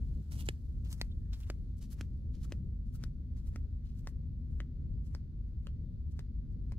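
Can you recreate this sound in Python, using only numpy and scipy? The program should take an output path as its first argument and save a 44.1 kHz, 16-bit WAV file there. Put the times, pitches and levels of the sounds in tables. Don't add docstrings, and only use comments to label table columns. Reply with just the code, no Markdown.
import sys
import numpy as np
from scipy import signal
from scipy.fft import rfft, irfft, next_fast_len
from scipy.io import wavfile
from scipy.ndimage import uniform_filter1d, map_coordinates

SR = 44100
rng = np.random.default_rng(int(sys.argv[2]) if len(sys.argv) > 2 else 0)


def unload_wav(signal):
    wavfile.write(
        sys.argv[1],
        SR,
        np.round(np.clip(np.atleast_2d(signal).T, -1, 1) * 32767).astype(np.int16),
    )


N = 298998
TIME = np.arange(N) / SR

# freq_hz, level_db
FAR_SPECTRUM = [(300, 8.5), (700, 7.5), (1050, 2.5), (1450, -1.5), (2100, -5), (2700, -3.5), (4400, -2),
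                (5400, -8.5), (6300, -7), (8000, -22), (11500, -14), (15500, -9.5)]
# centre_hz, q, level_db
FAR_BANDS = [(1450, 6.3, -10.5), (2010, 8.4, -15), (3580, 16, -16), (4190, 18, -16.5), (4600, 8.6, -14)]
# pitch_hz, level_db
HUM_TONES = [(50, -48), (75.2, -51), (150.3, -59), (199.8, -64), (230.5, -69.5), (245, -66.5)]
# freq_hz, level_db
WIND_SPECTRUM = [(10, -32.5), (17, -17.5), (27, -1.5), (45, 2), (72, 3), (100, -3.5), (130, -7), (175, -14),
                 (240, -17), (300, -26), (420, -36.5), (550, -41), (750, -64), (1400, -84)]
# time_s, level_db
WIND_LEVEL = [(.03, -38), (.2, -36.5), (.245, -50), (.31, -39.5), (.6, -42), (.76, -38.5), (1.1, -39.5),
              (1.9, -41), (2.0, -40.5), (2.2, -40.5), (2.7, -39), (4.2, -41), (4.47, -40), (4.6, -38),
              (5.25, -41), (6.15, -39), (6.6, -40), (6.75, -40.5)]
# time_s, left_lag_ms, treble_left_minus_right_db
BEARING = [(0.45, 0.27, -3.5), (1.0, 0.13, 2.5), (1.499, 0.084, 1), (1.997, -0.00084, 3),
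           (3.001, -0.067, 3.5), (4.101, -0.087, 4), (6.701, -0.12, 4.5)]
# delay_ms, gain
NEAR_ECHOES = [(2.4, 0.049), (4.7, 0.13), (7.3, 0.044)]
# centre_hz, q, gain_db
HOUSING = [(3540, 18, -4), (3600, 26, 2.5), (4300, 18, 1), (5170, 29, -1), (5370, 24, 1), (6250, 22, 1),
           (6880, 26, -3.5), (7250, 18, 2), (9200, 44, -1), (9200, 47, -0.5), (11370, 40, 3),
           (12200, 12, -1.5)]
# peak_s, width_s, pitch_hz, level_db
CREAKS = [(1.118, 0.0097, 3600, -69.5), (1.254, 0.033, 1800, -84.5), (2.45, 0.006, 1250, -71),
          (2.956, .010, 1380, -71.5)]
# freq_hz, level_db
SAND_SPECTRUM = [(1500, -11.5), (3000, 2.5), (4500, 1.5), (6000, -1.5), (7800, -4.5), (9500, -7.5),
                 (11500, -3), (13000, -8), (15500, -3.5)]
CRUST_SPECTRUM = [(250, -16.5), (600, 9.5), (1300, 11), (2200, 10), (3300, 0), (5000, -14), (9000, -14)]
CRACK_SPECTRUM = [(500, -23.5), (1500, -15), (3000, -1), (4800, -1.5), (6300, -6), (7600, -8.5), (9000, -9),
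                  (11000, -15), (15500, -21)]
# peak_s,
# rise_s, fall_s, centre_hz, level_db
CRUST_SNAPS = [(.3105, .0004, 0.0018, 5500, -61), (.408, 0.0093, 0.0087, 2930, -47.5),
               (0.465, .004, 0.0036, 8040, -52), (.848, 0.0024, 0.0067, 7060, -60),
               (0.929, .0004, 0.0009, 7600, -37), (1.3323, 0.0005, 0.0014, 3220, -36.5),
               (1.433, 0.0037, 0.0051, 2800, -49), (1.476, 0.0033, 0.0035, 2700, -56),
               (1.771, 0.0011, 0.0018, 9500, -55), (1.782, .001, 0.0021, 9000, -52.5),
               (1.789, .001, 0.0025, 8000, -51), (2.354, .0004, 0.00083, 4600, -45),
               (4.093, 0.0054, 0.0064, 9000, -46.5)]
# heel_lead_s, heel_hz, heel_db, heel_fall_s,
# grind_lead_s, grind_hz, grind_db, grind_rise_s, crust_over_sand_db, toe_db
FOOTFALLS = [ (0.1653, 8000, -49, 0.02, 0.08, 8700, -42, 0.01, -7.5, -54.5),
             (0.155, 2400, -49.5, 0.011, 0.086, 8700, -42, 0.012, -10, -55),
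             (0.1636, 4500, -45, 0.0098, 0.09, 9100, -50, 0.016, -6.5, -55),
             (0.187, 7000, -44, 0.014, 0.084, 10300, -36.5, 0.0071, -14.5, -51.5),
             (0.1785, 4800, -54, 0.028, 0.078, 7700, -42, 0.009, -10, -52.5),
             (0.171, 6100, -61.5, 0.015, .081, 13000, -37.5, 0.0073, -15.5, -48.5),
             (0.189, 5800, -48.5, 0.018, 0.079, 12000, -45.5, 0.012, -9, -51.5),
             (.219, 4000, -51, .041, 0.08, 8500, -47, 0.012, -13, -53),
             (.2, 5800, -69, .016, .081, 8600, -58, .012, -8, -53),
             (.2, 6100, -79, .018, 0.081, 7000, -43, .010, -15, -46.5),
             (.185, 7200, -61, 0.0173, .081, 8600, -66.5, .012, -8, -51.5),
             (0.21, 6100, -74, .022, 0.072, 8300, -40, 0.0045, -17, -46),
             (.198, 6100, -52, .010, .081, 8600, -65, .011, -14.5, -51)]
# start_s, second_touch_ms, second_share, contact_ms, clap_q,
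# pocket_hz, pocket_db, body_db, low_clap_hz, low_clap_db, high_clap_hz, high_clap_db,
# sole_hz, sole_db, sand_db
SLAPS = [(0.4882, 2.34, 0.26, 0.02, 3.4, 340, 12.5, -1, 1830, 6.5, 2560, 3.5, 7200, -0.5, -6.5),
         (1.014, 0.88, 0.55, 0.051, 7.2, 600, 9.5, -8, 1950, 11.5, 2620, 9, 4200, 15.5, -2),
         (1.5008, 1.71, 0.23, 0.064, 2.65, 300, 16, 0.5, 1460, 3.5, 2420, 3, 4600, 7, -5.5),
         (2.0104, 0.93, 0.32, 0.053, 4.3, 290, 10.5, -9, 1560, 4, 2570, 2.5, 6370, 3, -3),
         (2.5222, 0.67, 0.74, 0.055, 3.35, 330, 7.5, 11, 2300, 5.5, 3600, -3, 5250, 3, -6.5),
         (3.0383, 0.78, 0.17, 0.023, 2.8, 350, 3, -7, 1430, 0, 3720, -6.5, 5330, -10, -2),
         (3.56, 0.56, 0.2, 0.028, 6.3, 280, 8.5, -1.5, 1290, 1, 1850, -3.5, 5640, -8, -4.5),
         (4.0724, 1.524, 0.5, 0.14, 4.9, 340, 11, -4, 1060, 13, 1740, 16, 5810, 20, 0.5),
         (4.6033, 0.8, 0.21, 0.14, 5.5, 310, 12.5, 8.5, 1340, 2, 1950, 20, 3020, 18, -3.5),
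         (5.1495, 0.67, 0.2, 0.13, 1.45, 320, 4, -2, 900, 1, 2000, 6, 5130, 22, -2.5),
         (5.6698, 0.69, 0.75, 0.14, 2.4, 470, -7.5, 7.5, 1320, 0, 3140, 12, 6900, 7.5, -3.5),
         (6.1925, 0.58, 0.3, 0.025, 1.6, 420, 5, -12.5, 940, -3, 1740, -4.5, 3600, -6, 2.5),
         (6.721, 1.3, 0.35, 0.13, 4.2, 490, 3.5, -12, 1040, 5.5, 1900, 6, 4690, 5, 1.5)]


def undb(db):
    return 10 ** (np.asarray(db) / 20)


def unit(x):
    return x / np.sqrt(np.mean(x ** 2))


def unit_energy(x):
    return x / np.linalg.norm(x, axis=1, keepdims=True)


def butter(order, hz, kind):
    return signal.butter(order, hz, kind, fs=SR, output="sos")


def colour(x, spectrum):
    hz, db = np.transpose(spectrum)
    size = next_fast_len(x.shape[-1] + 4096, True)
    freqs = np.maximum(np.fft.rfftfreq(size, 1 / SR), 1)
    gain = undb(np.interp(np.log(freqs), np.log(hz), db))
    cepstrum = irfft(np.log(gain), size)
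    cepstrum[1:size // 2] *= 2
    cepstrum[size // 2 + 1:] = 0
    return irfft(rfft(x, size) * np.exp(rfft(cepstrum)), size)[..., :x.shape[-1]]


def ring(x, hz, q):
    return signal.lfilter(*signal.iirpeak(min(hz, SR / 4), q, SR), x)


def wander(per_s):
    return map_coordinates(rng.standard_normal(1024), [TIME * per_s], order=3, mode="wrap")


def grains(per_s, spread_db):
    size = undb(spread_db * np.minimum(rng.exponential(size=N), 5))
    return unit((rng.random(N) < per_s / SR) * size * rng.standard_normal(N))


def stereo(mid, side, split_hz):
    apart = signal.sosfilt(butter(2, split_hz, "high"), side)
    return np.array([mid + apart, mid - apart])


def far_shore(base_db=-81.5, early_db=4.0):
    hiss = unit(colour(rng.standard_normal((2, N)), FAR_SPECTRUM))
    for hz, q, db in FAR_BANDS:
        shimmer_db = 2.2 * wander(16)
        hiss += unit(ring(rng.standard_normal((2, N)), hz, q)) * undb(db + shimmer_db)
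    swell_db = 0.6 * wander(2.0)
    return hiss * undb(base_db + swell_db + early_db * np.exp(-TIME / 0.8))


def low_hum():
    hum = np.zeros(N)
    for hz, db in HUM_TONES:
        amplitude = np.sqrt(2) * undb(db + 2 * wander(1.8))
        pitch_hz = hz + 0.39 * wander(2.972)
        hum += amplitude * np.sin(2 * np.pi * np.cumsum(pitch_hz) / SR)
    return hum


def wind_and_hum(gust_db=0.97, side_db=-14, lean_left_db=1.25):
    mid, side = (unit(colour(rng.standard_normal(N), WIND_SPECTRUM)) for _ in range(2))
    mid /= np.sqrt(uniform_filter1d(mid ** 2, SR // 4))
    gusts = undb(np.interp(TIME, *np.transpose(WIND_LEVEL)) + gust_db * wander(7))
    sign = np.array([[1], [-1]])
    rumble = gusts * (mid + undb(side_db) * sign * side)
    return (rumble + low_hum()) * undb(sign * lean_left_db / 2)


def near_echoes(x, above_hz=1500):
    treble = signal.sosfilt(butter(1, above_hz, "high"), x)
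    return x + sum(gain * np.pad(treble, ((0, 0), (int(ms * SR / 1000), 0)))[:, :N]
                   for ms, gain in NEAR_ECHOES)


def ground_scatter(x, ground_t60_s=0.068, bush_t60_s=0.36, bush_db=-12, dull_hz=6000):
    t = TIME[:SR // 2]
    patches = rng.standard_normal((2, len(t))) * (rng.random((2, len(t))) < 2500 / SR)
    ground = patches * 1000 ** (-t / ground_t60_s) * (1 - np.exp(-t / 0.0044))
    bushes = rng.standard_normal((2, len(t))) * 1000 ** (-t / bush_t60_s) * (1 - np.exp(-t / 0.018))
    tail = unit_energy(ground) + undb(bush_db) * unit_energy(bushes)
    tail = signal.sosfilt(butter(1, dull_hz, "low"), tail)
    share = undb(np.linspace(-29, -8, N))
    return signal.fftconvolve((x * share)[None], tail, axes=1)[:, :N]


def distance_m(s, start_m=1.61, pace_m_per_s=0.97):
    return start_m + pace_m_per_s * s


def sand_gain(s, ground_db_per_m=2):
    return undb(-ground_db_per_m * distance_m(s)) / distance_m(s)


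def place_walker(pair, shade_hz=1500):
    s, lag_ms, pan_db = np.transpose(BEARING)
    lag = np.interp(TIME, s, lag_ms) * SR / 1000
    pan = np.interp(TIME, s, pan_db)
    heard = np.array([map_coordinates(x, [np.arange(N) - side * lag / 2], order=3)
                      for x, side in zip(pair, (1, -1))])
    treble = signal.sosfiltfilt(butter(1, shade_hz, "high"), heard)
    return heard + treble * (undb(np.array([pan, -pan]) / 2) - 1)


def rubber_creaks(q=5):
    slips = grains(per_s=700, spread_db=1.5)
    out = np.zeros(N)
    for peak_s, width_s, hz, db in CREAKS:
        swell = np.exp(-.5 * ((TIME - peak_s) / width_s) ** 2)
        out += undb(db) * swell * unit(ring(ring(slips, hz, q), hz, q))
    return out


def sand_scuffs(slip_db=1.7):
    loose = stereo(grains(per_s=5000, spread_db=0.5), grains(per_s=11000, spread_db=0), split_hz=6000)
    sand = colour(loose, SAND_SPECTRUM)
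    crust = unit(colour(grains(per_s=4900, spread_db=-2.2), CRUST_SPECTRUM))

    def rub(peak_s, rise_s, fall_s, hz, db, crunch, q=1.0):
        near = abs(TIME - peak_s) < 8 * max(rise_s, fall_s)
        t = TIME[near] - peak_s
        load = np.exp(-.5 * abs(t / np.where(t < 0, rise_s, fall_s)) ** 1.18)
        hiss = unit(ring(sand[:, near], hz, q))
        sound = np.zeros((2, N))
        sound[:, near] = undb(db) * load * (hiss + crunch * crust[near])
        return sound

    out = np.zeros((2, N))
    for (slap_s, *_), footfall in zip(SLAPS, FOOTFALLS):
        (heel_lead_s, heel_hz, heel_db, heel_fall_s,
         grind_lead_s, grind_hz, grind_db, grind_s, crust_db, toe_db) = footfall
        out += rub(slap_s - 0.35, rise_s=0.16, fall_s=0.16, hz=8440, db=-73, crunch=0)
        out += rub(slap_s - heel_lead_s, 0.005, heel_fall_s, heel_hz, heel_db, undb(crust_db + 3))
        out += rub(slap_s - grind_lead_s, grind_s, 0.7 * grind_s, grind_hz, grind_db, undb(crust_db))
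        out += rub(slap_s - 0.0052, rise_s=0.015, fall_s=0.017, hz=6900, db=toe_db, crunch=undb(1))
    for snap in CRUST_SNAPS:
        out += rub(*snap, crunch=0.064, q=1.6)
    return out * sand_gain(TIME) * undb(slip_db * wander(240))


def sandal_slaps(pocket_q=2.09, body_hz=566, body_q=4, sole_q=6.0, grit_s=0.0032, rattle=0.2):
    out = np.zeros((2, N + SR))
    t = TIME[:2048]
    tick = 0.26 * (np.arange(len(t)) == 2)
    for (start_s, second_ms, second_share, contact_ms, clap_q, pocket_hz, pocket_db, body_db,
         low_hz, low_db, high_hz, high_db, sole_hz, sole_db, sand_db) in SLAPS:
        ages = (np.maximum(t * 1000 - ms, 0) / contact_ms for ms in (0, second_ms))
        first, second = (age * np.exp(-age) for age in ages)
        push = (first + second_share * second) / first.sum()
        grit_mid, grit_side, rim = unit_energy(rng.standard_normal((3, len(t))) * np.exp(-t / grit_s))
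        blow = push + rattle * np.convolve(push, rim)[:len(t)]
        blow -= 2 * ring(blow, hz=3600, q=2.2)
        modes = [(pocket_hz, pocket_q, pocket_db), (body_hz, body_q, body_db),
                 (low_hz, clap_q, low_db), (high_hz, clap_q, high_db), (sole_hz, sole_q, sole_db)]
        pop = sum(undb(db) * ring(blow, hz, q) for hz, q, db in modes)
        grit = stereo(grit_mid, 1.68 * grit_side, split_hz=9000)
        crack = undb(sand_db) * colour(grit + tick, CRACK_SPECTRUM)
        start = int(start_s * SR)
        out[:, start:start + len(t)] += pop / distance_m(start_s) + crack * sand_gain(start_s)
    return out[:, :N]


def scene(slap_scatter_db=1.5):
    slaps = sandal_slaps()
    underfoot = sand_scuffs() + rubber_creaks()
    scattered = ground_scatter((undb(slap_scatter_db) * slaps + underfoot).mean(axis=0))
    walker = place_walker(slaps + underfoot)
    return near_echoes(walker + scattered + far_shore()) + wind_and_hum()


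def record(dry, top_hz=15550):
    for hz, q, db in HOUSING:
        dry = dry + (undb(db) - 1) * ring(dry, hz, q)
    return signal.sosfilt(signal.ellip(10, .1, 80, top_hz, fs=SR, output="sos"), dry)


dry = scene()
out = record(dry)
unload_wav(out)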